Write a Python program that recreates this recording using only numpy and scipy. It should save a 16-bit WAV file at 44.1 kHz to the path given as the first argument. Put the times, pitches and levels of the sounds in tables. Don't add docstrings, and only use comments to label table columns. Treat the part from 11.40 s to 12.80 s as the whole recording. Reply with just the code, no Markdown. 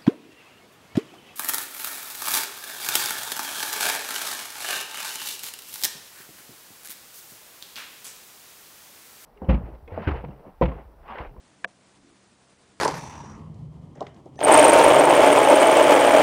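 import sys
import numpy as np
from scipy import signal
from scipy.fft import rfft, irfft, next_fast_len
from scipy.io import wavfile
from scipy.ndimage import uniform_filter1d, map_coordinates

SR = 44100
rng = np.random.default_rng(int(sys.argv[2]) if len(sys.argv) > 2 else 0)


def wav_out(sig):
    wavfile.write(sys.argv[1], SR, np.round(np.clip(np.atleast_2d(sig).T, -1, 1) * 32767).astype(np.int16))


def invert_db(level):
    return 10 ** (np.asarray(level, dtype=float) / 20)


N = 61739


def unit(x):
    return x / np.sqrt(np.mean(x ** 2) + 1e-20)


def along(points, hz):
    f, value = np.transpose(points)
    return np.interp(np.log(hz + 1), np.log(f + 1), value)


def wobble(rate):
    return map_coordinates(rng.standard_normal(200), [np.arange(N) * rate / SR])


def filtered(x, response):
    m = next_fast_len(N + 8192)
    spectrum = rfft(x, m) * response(np.fft.rfftfreq(m, 1 / SR))
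    return irfft(spectrum, m)[..., :N]


def noise(spectrum):
    return unit(filtered(rng.standard_normal(N), lambda hz: invert_db(along(spectrum, hz))))


def ring(start, hz, db, rise, t60):
    t = np.maximum(np.arange(N) / SR - start, 0)
    fade = invert_db(db - 60 * t / t60)
    return fade * (1 - np.exp(-t / rise)) * np.sin(2 * np.pi * hz * t)


# (time [s], level [dB])
TRAFFIC_LEVEL = [
    (0, -68.5),
    (.45, -74),
    (.62, -62.5),
    (.72, -63.5),
    (.8, -79),
    (.93, -65.5),
    (1.1, -83.5),
    (1.3, -65.5),
    (1.4, -60.5),
]
# (frequency [Hz], level [dB per Hz])
RUMBLE_COLOUR = [(120, -17), (200, -16.5), (290, 3), (380, -8), (600, -52)]


def town():
    time, db = np.transpose(TRAFFIC_LEVEL)
    level_db = np.interp(np.arange(N) / SR, time, db) - 0.5 + 3 * wobble(9.3)
    return invert_db(level_db) * noise(RUMBLE_COLOUR)


# (frequency [Hz], level [dB per Hz])
HISS_COLOUR = [(15, -40), (30, -8), (100, -2.5), (200, 3), (500, -1), (900, -3), (3000, -10),
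               (10000, -12.5)]


def hiss():
    whine = np.sqrt(2) * invert_db(-89) * np.sin(2 * np.pi * 8000 * np.arange(N) / SR)
    level_db = -59 + 0.77 * wobble(30.12)
    return invert_db(level_db) * noise(HISS_COLOUR) + whine


def holes(x):
    share, above_hz, loss_db = 0.07, 4800, -24
    hz, _, z = signal.stft(x, SR, nperseg=256)
    field = uniform_filter1d(rng.standard_normal(z.shape), size=4, axis=0)
    field = unit(uniform_filter1d(field, size=6, axis=1))
    skip = (field > np.quantile(field, 1 - share)) & (hz[:, None] > above_hz)
    return signal.istft(z * invert_db(loss_db * skip), SR, nperseg=256)[1][:N]


# (frequency [Hz], level [dB rms])
ENGINE_TONES = [(65, -83), (90, -80), (129.3, -74.5), (195, -71), (260, -92.5)]


def engine():
    drift_hz, swell_db = 2.21, 1.5
    hum = np.zeros(N)
    for hz, db in ENGINE_TONES:
        level = np.sqrt(2) * invert_db(db + swell_db * wobble(11))
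        phase = 2 * np.pi * np.cumsum(hz + drift_hz * wobble(11)) / SR
        hum += level * np.sin(phase)
    return hum


def balcony(near):
    level_db, t60_s, dull_above_hz = -29.5, 0.44, 870
    fade = invert_db(-60 * np.arange(N) / SR / t60_s)
    tail = filtered(rng.standard_normal(N), lambda hz: 1 / (1 + (hz / dull_above_hz) ** 4)) * fade
    wet = near + invert_db(level_db) * signal.fftconvolve(near, tail / np.linalg.norm(tail))[:N]
    low_cut = signal.butter(2, 94, "high", fs=SR, output="sos")
    return signal.sosfilt(low_cut, wet)


# (time [s], frequency [Hz], level [dB], rise [s], fade by 60 dB [s])
POT_RINGS = [
    (.247, 823, -14.5, 0.00057, 0.0052),
    (.2508, 666, -20, 0.0028, 0.02),
    (.2595, 498, -39, 0.0011, 0.034),
]


def pot():
    return sum(ring(*row) for row in POT_RINGS)


# (frequency [Hz], level [dB], fade by 60 dB [s])
SHELL_TONES = [(187, -42.5, 0.049), (565, -25, 0.014), (1190, -11.5, 0.0072), (1716, -0.5, 0.0055),
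               (2196, -10.5, 0.007), (2795, -22, .012), (3376, -15.5, 0.0049), (4700, -31, 0.0068),
               (6220, -39, 0.0085)]


def nut():
    t = np.arange(N) / SR
    steps = [(0.2416, -24), (0.2498, -12)]
    for k in range(5):
        steps.append((0.2446 + k * 0.001224, 3 - k * 8.5))

    shell, burst = np.zeros(N), np.zeros(N)
    rise_s, crack_t60_s, bright_above_hz = 0.0022, 0.0074, 3000
    for start, db in steps:
        for hz, level, t60 in SHELL_TONES:
            shell += ring(start, hz, db + level, 0.0016, t60)
        fade = invert_db(db - 32.5 - 60 * np.abs(t - start) / crack_t60_s)
        burst += np.clip((t - start) / rise_s, 0, 1) * fade
    splinter = filtered(rng.standard_normal(N), lambda hz: hz ** 2 / (hz ** 2 + bright_above_hz ** 2))
    return shell + burst * unit(splinter)


def scene():
    background = holes(town() + hiss()) + engine()
    return (background + balcony(nut() + pot()))[None]


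def low_pass(x):
    return signal.sosfilt(signal.butter(12, 10110, fs=SR, output="sos"), x)


# (start [s], end [s], lost above [Hz], loss [dB])
TREBLE_GAPS = [
    (.2388, .2415, 2500, -12),
    (.252, .2742, 3000, -20),
    (.2572, .2742, 1150, -28),
]
# (time [s], frequency [Hz], level [dB], length [s])
THIN_CHIRPS = [
    (.2555, 5800, -69, .0012),
    (.2698, 5900, -68, .0014),
]


def record(dry):
    t, x = np.arange(N) / SR, dry
    for start, end, hz, db in TREBLE_GAPS:
        gap = np.clip(np.minimum(t - start, end - t) / 0.002 + 0.5, 0, 1)
        treble = filtered(x, lambda f: 1 / (1 + (hz / (f + 1)) ** 20))
        x = x - (1 - invert_db(db * gap)) * treble
    for time, hz, db, length in THIN_CHIRPS:
        x = x + invert_db(db) * np.exp(-((t - time) / length) ** 2) * np.sin(2 * np.pi * hz * t)
    x = filtered(x, lambda hz: np.clip((10100 - hz) / 60, 0, 1))
    x = x + invert_db(-97) * rng.standard_normal(x.shape)
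    return low_pass(x)


dry = scene()
out = record(dry)
wav_out(out)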